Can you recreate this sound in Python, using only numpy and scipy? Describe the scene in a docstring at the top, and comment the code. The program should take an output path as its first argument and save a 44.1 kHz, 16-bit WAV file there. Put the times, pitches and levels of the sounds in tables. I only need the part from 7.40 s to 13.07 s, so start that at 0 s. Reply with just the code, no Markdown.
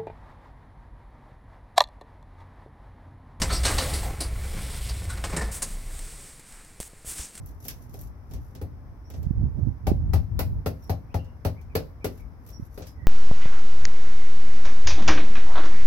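"""A small hammer taps shattered safety glass out of a vehicle's window frame, outdoors.
Each blow crunches the pane, knocks the steel door's modes and booms in the air of the cab.
Between blows, shards snap loose and glass scrapes on glass in tiny slips.
Gusts buffet the two microphone ports, and birds whistle far off over a quiet yard."""
import sys
import numpy as np
from scipy import signal
from scipy.fft import rfft, irfft, next_fast_len
from scipy.io import wavfile
from scipy.ndimage import uniform_filter1d, map_coordinates

SR = 44100
rng = np.random.default_rng(int(sys.argv[2]) if len(sys.argv) > 2 else 0)


def dump_mix(stems):
    """Bounce the given channels to the path in sys.argv[1] as a 16-bit WAV at rate SR."""
    frames = np.atleast_2d(stems).T  # one column per channel
    limited = np.clip(frames, -1, 1)  # hard clip at full scale
    pcm = np.round(limited * 32767).astype(np.int16)
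    wavfile.write(sys.argv[1], SR, pcm)


N = 250047
T = np.arange(SR // 2) / SR  # seconds within one hit

# tone of the yard's ambience: freq_hz, gain_db
YARD_EQ = [(30, -0.5), (70, 4), (110, -7), (170, -15.5), (260, -10.5), (340, -19), (550, -22), (1000, -22),
           (1600, -30.5), (2100, -34.5), (2800, -47), (4300, -51), (5300, -46), (7000, -55), (13000, -49),
           (16000, -52.5)]
# how alike the ambience is left and right: freq_hz, correlation
YARD_CORRELATION = [(100, 1), (290, 1), (640, 0.51), (1400, 0.038), (3000, 0)]
# rumble of wind on the ports: freq_hz, gain_db
BUFFET_EQ = [(18, -53.5), (32, -6), (48, 3), (90, 5.5), (130, -4), (200, -17), (300, -24.5), (450, -38.5),
             (900, -49), (2000, -82)]
# the right port meets faster, finer eddies: freq_hz, gain_db
WINDWARD_EQ = [(100, 2.5), (200, 5.5), (400, 9.5)]
# gusts, each split between the ports: start_s, length_s, level_db, right_share
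GUSTS = [(0, 0.055, -33.5, 0.65), (0.621, .08, -34.5, 0.36), (0.948, 0.047, -27, .5),
         (1.194, .16, -36.5, 0.48), (1.791, 0.15, -25, 0.73), (1.987, 0.079, -16, 0.71),
         (2.188, 0.1, -18, 0.88), (2.486, 0.19, -18.5, .65), (2.713, 0.089, -17.5, 0.24),
         (2.932, 0.13, -21, 0.3), (3.091, 0.1, -21, 0.59), (5.619, 0.043, -30, 0.78)]
# sudden eddies popping at the windward port: centre_s, peak_db, width_s
EDDIES = [(1.87, -14.5, 0.0017), (1.91, -10, 0.0013), (2.04, -13.5, .0015), (2.273, -12.5, 0.0012),
          (2.518, -5, 0.0008), (5.199, -21.5, 0.001), (5.228, -21.5, .0021)]
# shards coming loose: start_s, snap_db, fizz_db, knock_db
SHARDS = [(0.0605, -76, -44.5, -59), (0.2514, -57.5, -40, -46.5), (.283, -46, -31, -58),
          (.2995, -52, -51, -57), (0.5412, -61.5, -47, -45), (0.6127, -69, -42, -64),
          (0.911, -63, -55, -52), (0.936, -58, -46, -48), (1.1509, -59, -50, -47),
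          (1.7014, -59.5, -48, -49), (1.7394, -60, -70, -47), (1.829, -66, -54, -51),
          (3.4404, -75, -56, -68), (3.8447, -70.5, -65, -59), (4.213, -71, -59, -72),
          (4.776, -69, -56, -72), (5.064, -68, -53, -72), (5.0894, -65, -49, -55),
          (5.4214, -54.5, -76, -55), (5.4688, -59, -49, -59)]
# decay of the cab's echo: freq_hz, t60_s
CAB_DECAY = [(200, 0.36), (700, 0.18), (1500, 0.17), (5000, 0.18), (14000, 0.13)]
# bright snap of a shard: freq_hz, gain_db
SNAP_EQ = [(600, -5.5), (1500, 4), (2500, 4), (4000, 2), (6000, 2), (8500, -2.5), (11000, -21.5),
           (16000, -35)]
# airy fizz of splinters: freq_hz, gain_db
FIZZ_EQ = [(4000, -65), (7500, -7.5), (9200, -14), (10500, -2.5), (11400, -3.5), (12500, 0.5), (13600, 2.5),
           (14500, -25), (16000, 6.5)]
# modes of the steel door and its frame: pitch_hz, level_db, t60_s
DOOR_MODES = [(148.5, -3, 0.36), (171.9, -3, 0.35), (224.7, -7, 0.32), (265, -2.5, 0.27),
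              (309.2, -4.5, 0.21), (391.3, -3.5, 0.17), (426, -2, 0.12), (442.6, 1, 0.091),
              (517.4, -5.5, 0.26), (562, -12.5, 0.12), (586, -4, 0.17), (636.3, -7.5, 0.25),
              (670, -9.5, 0.15), (739.6, -6, 0.12), (770, -5.5, 0.12), (821, -8, 0.16), (875, -9.5, 0.13),
              (909.5, -2.5, 0.041), (1310, -27, 0.055)]
# dull thud under the door's ring: freq_hz, gain_db
THUD_EQ = [(100, -41), (200, 0.5), (300, -4.5), (450, 2), (800, 2.5), (920, -26), (1020, -13),
           (2000, -37.5)]
# a light nudge sounds duller than a blow: freq_hz, gain_db
NUDGE_EQ = [(150, 0), (300, -0.5), (550, 0), (900, -8.5)]
# strokes of glass scraping in the frame: start_s, length_s, level_db
SCRAPE_STROKES = [(.06, 0.054, -58.5), (0.237, .04, -50.5), (0.285, 0.011, -44), (0.374, 0.079, -63.5),
                  (0.521, 0.13, -57.5), (0.92, 0.014, -58.5), (1.008, 0.1, -69.5), (1.727, 0.091, -66),
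                  (3.41, 0.064, -66), (4.726, 0.073, -63), (5.07, 0.042, -59.5), (5.21, 0.046, -65),
                  (5.325, 0.083, -63.5), (5.473, 0.0078, -55.5)]
# grit of glass slipping on glass: freq_hz, gain_db
GRIT_EQ = [(800, -57), (2500, -12), (4300, -8.5), (6000, -3.5), (8500, -8.5), (11000, 0), (13000, 4.5),
           (16000, -10.5)]
# hammer blows: start_s, knock_db, boom_db, crack_db, fizz_db, door_body_db
HAMMER_BLOWS = [(1.2136, -39, -32.5, -55, -46, 4.5), (2.4685, -27.5, -23, -40.5, -36, -3.5),
                (2.734, -29.5, -20.5, -40, -34, -5), (2.991, -29.5, -41, -36, -27.5, 2.5),
                (3.26, -27.5, -27.5, -38, -33.5, 3.5), (3.4947, -28.5, -24, -43, -40.5, -5.5),
                (3.7424, -30, -23.5, -43.5, -42.5, -5.5), (4.0492, -27.5, -23, -39.5, -33.5, -5),
                (4.352, -25, -29.5, -34.5, -30.5, 7), (4.6441, -28.5, -33, -38.5, -31.5, 9),
                (5.3756, -41, -64, -52.5, -46, 12), (5.4045, -44.5, -48, -60, -56, 3.5)]
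# modes of the cracked pane: pitch_hz, level_db, t60_s
PANE_MODES = [(1306, 7, 0.035), (1402, 3, 0.032), (1907, 2.5, 0.038), (1996, -10, 0.13), (2250, 1.5, 0.023),
              (2690, -16, 0.034), (3520, -7, 0.06), (4130, -12, 0.19), (4460, -15, 0.078),
              (4810, -4.5, 0.044), (5030, -45, 0.05), (6100, -9, 0.074), (7600, -23, 0.066),
              (7850, -18.5, .1)]
# crack of glass under the hammer: freq_hz, gain_db
CRACK_EQ = [(400, -34), (900, 11.5), (1100, 10), (1330, 9), (1650, 5.5), (2050, 4), (2700, 3.5),
            (3200, -2.5), (4400, 1.5), (6000, -5.5), (8000, -12), (11000, -12.5), (16000, -44)]
# modes of the air in the cab: pitch_hz, level_db, t60_s
CAB_MODES = [(52.6, -4.5, 0.29), (82.16, 6.5, 0.28), (102.3, 5, 0.31)]
# bird notes: start_s, length_s, start_hz, middle_hz, end_hz, level_db
BIRD_NOTES = [(1.63, 0.058, 5100, 5720, 5470, -67), (3.415, 0.043, 5780, 5550, 5460, -60.5),
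              (3.669, 0.067, 2060, 2460, 3300, -64), (3.779, 0.035, 2990, 2770, 2820, -52.5),
              (3.859, 0.044, 2850, 2860, 2770, -64), (4.152, 0.046, 2040, 2280, 2420, -55),
              (4.29, 0.047, 2600, 2380, 2170, -60.5), (4.597, 0.055, 2240, 2380, 2200, -55.5),
              (4.786, 0.035, 2320, 2260, 2230, -56.5), (5.119, 0.035, 5520, 5670, 5470, -50.5),
              (5.46, .03, 4890, 4950, 5140, -55.5), (5.54, 0.16, 1993, 1938, 1946, -54)]
# the right port's narrow duct resonates, then cancels: freq_hz, gain_db
RIGHT_PORT_EQ = [(100, -1), (1300, -3), (2400, 0), (4400, 1), (5300, 6), (6050, 6), (6700, -1), (7400, -10),
                 (8300, -17), (9300, -9), (10400, -3), (12500, 0), (16000, 0)]


def amp(db):
    """Decibels to gain."""
    return 10 ** (np.asarray(db) / 20)


def unit(x):
    """Scale to rms 1."""
    return x / np.sqrt(np.mean(x ** 2) + 1e-20)


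def unit_hit(x):
    """Scale a hit to rms 1 over its first 30 ms."""
    return x / np.sqrt(np.mean(x[..., T < .03] ** 2) + 1e-20)


def along(points, hz):
    """Read (freq_hz, value) points on a log frequency axis."""
    freqs, values = np.transpose(points)
    return np.interp(np.log(hz + 1), np.log(freqs + 1), values)


def wobble(knots_per_s):
    """A smooth random modulation curve."""
    knots = rng.standard_normal(int(N * knots_per_s / SR) + 4)
    return map_coordinates(knots, [np.arange(N) * knots_per_s / SR])


def swell(start_s, length_s, attack_s, release_s):
    """Attack, hold and release; each flank covers 20 dB in its given time."""
    t = np.arange(N) / SR - start_s
    return amp(-20 * (np.maximum(-t, 0) / attack_s + np.maximum(t - length_s, 0) / release_s))


def filtered(x, response):
    """Filter x by a gain that is a function of frequency."""
    n = x.shape[-1]
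    padded = next_fast_len(n + 8192)
    return irfft(rfft(x, padded) * response(np.fft.rfftfreq(padded, 1 / SR)), padded)[..., :n]


def eq(x, curve):
    """Shape x with (freq_hz, gain_db) points."""
    return filtered(x, lambda hz: amp(along(curve, hz)))


def add(track, start_s, sound):
    """Mix a sound into a stereo track."""
    start = max(round(start_s * SR), 0)
    part = track[:, start:start + sound.shape[-1]]
    part += sound[..., :part.shape[-1]]


def reverb(x, tail):
    """Convolve x with a stereo tail, scaled to unit energy on the left."""
    return signal.fftconvolve(x, tail / np.linalg.norm(tail[0]), axes=1)[:, :N]


def yard(level_db):
    """A bed of distant traffic and leaves: centred in the bass, wide in the treble."""
    def mid_side_gains(hz):
        width = np.arccos(np.clip(along(YARD_CORRELATION, hz), -1, 1)) / 2
        return amp(along(YARD_EQ, hz)) * [np.cos(width), np.sin(width)]
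    mid, side = filtered(rng.standard_normal((2, N)), mid_side_gains)
    return unit(np.array([mid + side, mid - side])) * amp(level_db + 0.11 * wobble(0.73))


def wind(breeze_db, swing_db, shelter_db):
    """Gusts rise out of a breeze and buffet the ports unequally; each eddy gives one push and pull."""
    left, right = rng.standard_normal((2, N)) + 0.69 * rng.standard_normal(N)
    rumble = eq(np.array([left, eq(right, WINDWARD_EQ)]), BUFFET_EQ)
    # level the turbulence, so that breeze and gusts alone set its strength
    rumble /= np.sqrt(np.abs(uniform_filter1d(rumble ** 2, size=SR // 16, axis=1)) + 1e-20)
    strength = amp(breeze_db + swing_db * np.array([wobble(7.9), wobble(4.8)]))
    for start_s, length_s, level_db, right_share in GUSTS:
        gust = amp(level_db) * swell(start_s, length_s, attack_s=0.092, release_s=0.083)
        strength = np.hypot(strength, gust * np.array([[1 - right_share], [right_share]]))
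    out = rumble * strength
    for centre_s, peak_db, width_s in EDDIES:
        offset = (np.arange(N) / SR - centre_s) / width_s
        pop = -offset * np.exp((1 - offset ** 2) / 2)
        out += amp([[peak_db + shelter_db], [peak_db]]) * pop  # the left port is sheltered
    return out


def cab_echo(stretch):
    """Stereo noise that dies like the cab's echo, its decay times scaled by stretch."""
    hz, t, bands = signal.stft(rng.standard_normal((2, len(T))), SR, nperseg=256)
    decay = amp(-60 * t / (stretch * along(CAB_DECAY, hz)[:, None]))
    return signal.istft(bands * decay, SR, nperseg=256)[1][:, :len(T)]


def scraping(slips_per_s, spread_db):
    """Each stroke sets off tiny slips of glass on glass, run together by the cab's echo."""
    strokes = [amp(level_db) * swell(start_s, length_s, attack_s=0.051, release_s=0.05)
               for start_s, length_s, level_db in SCRAPE_STROKES]
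    pressure = np.max(strokes, axis=0)
    slips = (rng.random(N) < slips_per_s / SR) * rng.choice([-1, 1], N)
    slips = unit(slips * amp(spread_db * rng.standard_normal(N)))
    grit = eq(cab_echo(stretch=.5), GRIT_EQ)
    return reverb((slips * pressure)[None], grit)


def tick(decay_s):
    """The transient of a hard contact, with a peak of 1."""
    click = eq(rng.standard_normal((2, len(T))) * np.exp(-T / decay_s), SNAP_EQ)
    return click / np.abs(click).max()


def burst(tail, curve, rise_s, punch, punch_s):
    """A shaped noise hit: the direct sound punches above its echoes."""
    envelope = (1 - np.exp(-T / rise_s)) * (1 + punch * np.exp(-T / punch_s))
    return unit_hit(eq(tail, curve) * envelope)


def mode_phases(modes):
    """Each mode's starting phase at the two ports: the higher, the less alike."""
    spread = np.minimum(np.transpose(modes)[0][:, None] / 1200, 1.5)
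    return rng.uniform(0, 2 * np.pi, (len(modes), 1)) + spread * rng.standard_normal((2, len(modes), 1))


def ringing(modes, phases, scatter_db, rise_s, tilt_db=0):
    """Struck modes ring down, at new strengths for each contact."""
    hz, level_db, t60_s = np.transpose(modes)[:, :, None]
    envelopes = amp(level_db + tilt_db + scatter_db * rng.standard_normal(hz.shape) - 60 * T / t60_s)
    phase_jitter = .5 * rng.standard_normal(hz.shape)
    partials = envelopes * np.sin(2 * np.pi * hz * T + phases + phase_jitter)
    return unit_hit(partials.sum(1) * (1 - np.exp(-T / rise_s)))


def door_knock(body_db, phases):
    """The steel door rings over a dull thud; the struck spot fills or scoops its body near 420 Hz."""
    tilt = lambda hz: body_db * along([(150, -0.39), (420, .5), (600, 0.16), (850, -0.81)], hz)
    mode_hz = np.transpose(DOOR_MODES)[0][:, None]
    ring = ringing(DOOR_MODES, phases, scatter_db=2, rise_s=.002, tilt_db=tilt(mode_hz))
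    thud_eq = [(hz, db + tilt(hz)) for hz, db in THUD_EQ]
    thud = burst(cab_echo(stretch=1.0), thud_eq, rise_s=0.0055, punch=0.32, punch_s=0.012)
    return 0.97 * ring + 0.52 * thud


def shards(body_db, tick_over_snap_db):
    """Pieces of glass snap loose, click against each other and nudge the door."""
    out = np.zeros((2, N))
    door_phases = mode_phases(DOOR_MODES)
    for start_s, snap_db, fizz_db, knock_db in SHARDS:
        tail = cab_echo(stretch=0.98)
        snap = burst(tail, SNAP_EQ, rise_s=0.00077, punch=0.47, punch_s=0.00067)
        fizz = burst(tail, FIZZ_EQ, rise_s=0.00026, punch=3.6, punch_s=0.002)
        add(out, start_s, amp(snap_db + tick_over_snap_db) * tick(decay_s=.0015))
        add(out, start_s, amp(snap_db) * snap + amp(fizz_db) * fizz)
        add(out, start_s, amp(knock_db) * eq(door_knock(body_db, door_phases), NUDGE_EQ))
    return out


def pane_ring(detune):
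    """The pane loses a few crumbs at every blow, so its modes shift a little."""
    modes = [(hz * (1 + detune * rng.standard_normal()), db, t60_s) for hz, db, t60_s in PANE_MODES]
    return ringing(modes, mode_phases(modes), scatter_db=2.5, rise_s=.001)


def crunch(ring, count, length_s, after_db):
    """The first contact, then smaller fractures as the hammer sinks in; each sets off the same ring."""
    fractures = np.zeros(len(T))
    onsets = (length_s * rng.random(count) * SR).astype(int)
    fractures[onsets] = amp(after_db) * rng.standard_normal(count)
    fractures[0] = 1
    return unit_hit(signal.fftconvolve(ring, fractures[None], axes=1)[:, :len(T)])


def cab_boom(rise_s):
    """Neighbouring air modes start opposed, so the boom swells and then beats."""
    air = sum((-1) ** k * amp(db - 60 * T / t60_s) * np.sin(2 * np.pi * hz * T)
              for k, (hz, db, t60_s) in enumerate(CAB_MODES))
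    return unit_hit(air * (1 - np.exp(-T / rise_s)))


def hammer(tick_over_crack_db):
    """Each blow crunches the glass and shakes the door and the cab."""
    out = np.zeros((2, N))
    door_phases = mode_phases(DOOR_MODES)
    shared_echo = cab_echo(stretch=0.92)
    boom = cab_boom(rise_s=0.011) * amp([[1.5], [-1.5]])  # leans left
    for start_s, knock_db, boom_db, crack_db, fizz_db, body_db in HAMMER_BLOWS:
        tail = .5 * shared_echo + cab_echo(stretch=0.89)
        pane = amp(-6) * pane_ring(detune=.015)
        crack = pane + burst(tail, CRACK_EQ, rise_s=0.00064, punch=1.03, punch_s=0.0011)
        fizz = burst(tail, FIZZ_EQ, rise_s=0.0018, punch=2.4, punch_s=0.0028)
        add(out, start_s, amp(crack_db + tick_over_crack_db) * tick(decay_s=0.0013))
        add(out, start_s, amp(knock_db) * door_knock(body_db, door_phases))
        add(out, start_s, amp(boom_db) * boom)
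        add(out, start_s, amp(crack_db) * crunch(crack, count=14, length_s=.023, after_db=-19.5))
        add(out, start_s, amp(fizz_db) * crunch(fizz, count=14, length_s=0.015, after_db=-7))
    return out


def house_wall(x, t60_s):
    """A late, diffuse answer from the house."""
    tail = rng.standard_normal((2, len(T))) * amp(-60 * T / t60_s)
    return reverb(x, tail * (1 - np.exp(-T / 0.024)))


def birds(waver, t60_s):
    """Short gliding whistles, heard as scatter from trees and house walls."""
    whistles = np.zeros((2, N))
    for start_s, length_s, start_hz, middle_hz, end_hz, level_db in BIRD_NOTES:
        progress = np.linspace(0, 1, max(int(length_s * SR), 16))
        glide_hz = np.interp(progress, [0, .5, 1], [start_hz, middle_hz, end_hz])
        pitch_hz = glide_hz * (1 + waver * wobble(510)[:len(progress)])
        tone = np.sin(2 * np.pi * np.cumsum(pitch_hz) / SR)
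        add(whistles, start_s, amp(level_db) * np.sin(np.pi * progress) * tone)
    scatter = rng.standard_normal((2, len(T))) * amp(-60 * T / t60_s)
    return reverb(whistles, scatter)


def scene():
    """The work on the window up front, with the outdoors around it."""
    work = hammer(tick_over_crack_db=-1.5)
    work += shards(body_db=-2.0, tick_over_snap_db=12)
    work += scraping(slips_per_s=790, spread_db=6.5)
    calls = birds(waver=.025, t60_s=.19)
    reflection = amp(-21.5) * house_wall(work, t60_s=0.36)
    buffeting = wind(breeze_db=-46, swing_db=3.2, shelter_db=-29.5)
    return work + reflection + buffeting + calls + yard(level_db=-45.5)


def record(dry):
    """The right port colours its side; the sub-bass rolls off and the very top is cut steeply."""
    ports = np.array([dry[0], eq(dry[1], RIGHT_PORT_EQ)])
    ports = eq(ports, [(15, -25.0), (28, -5), (42, 0.5)])
    return filtered(ports, lambda hz: 1 / (1 + (hz / 15850) ** 120))


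dry = scene()
out = record(dry)
dump_mix(out)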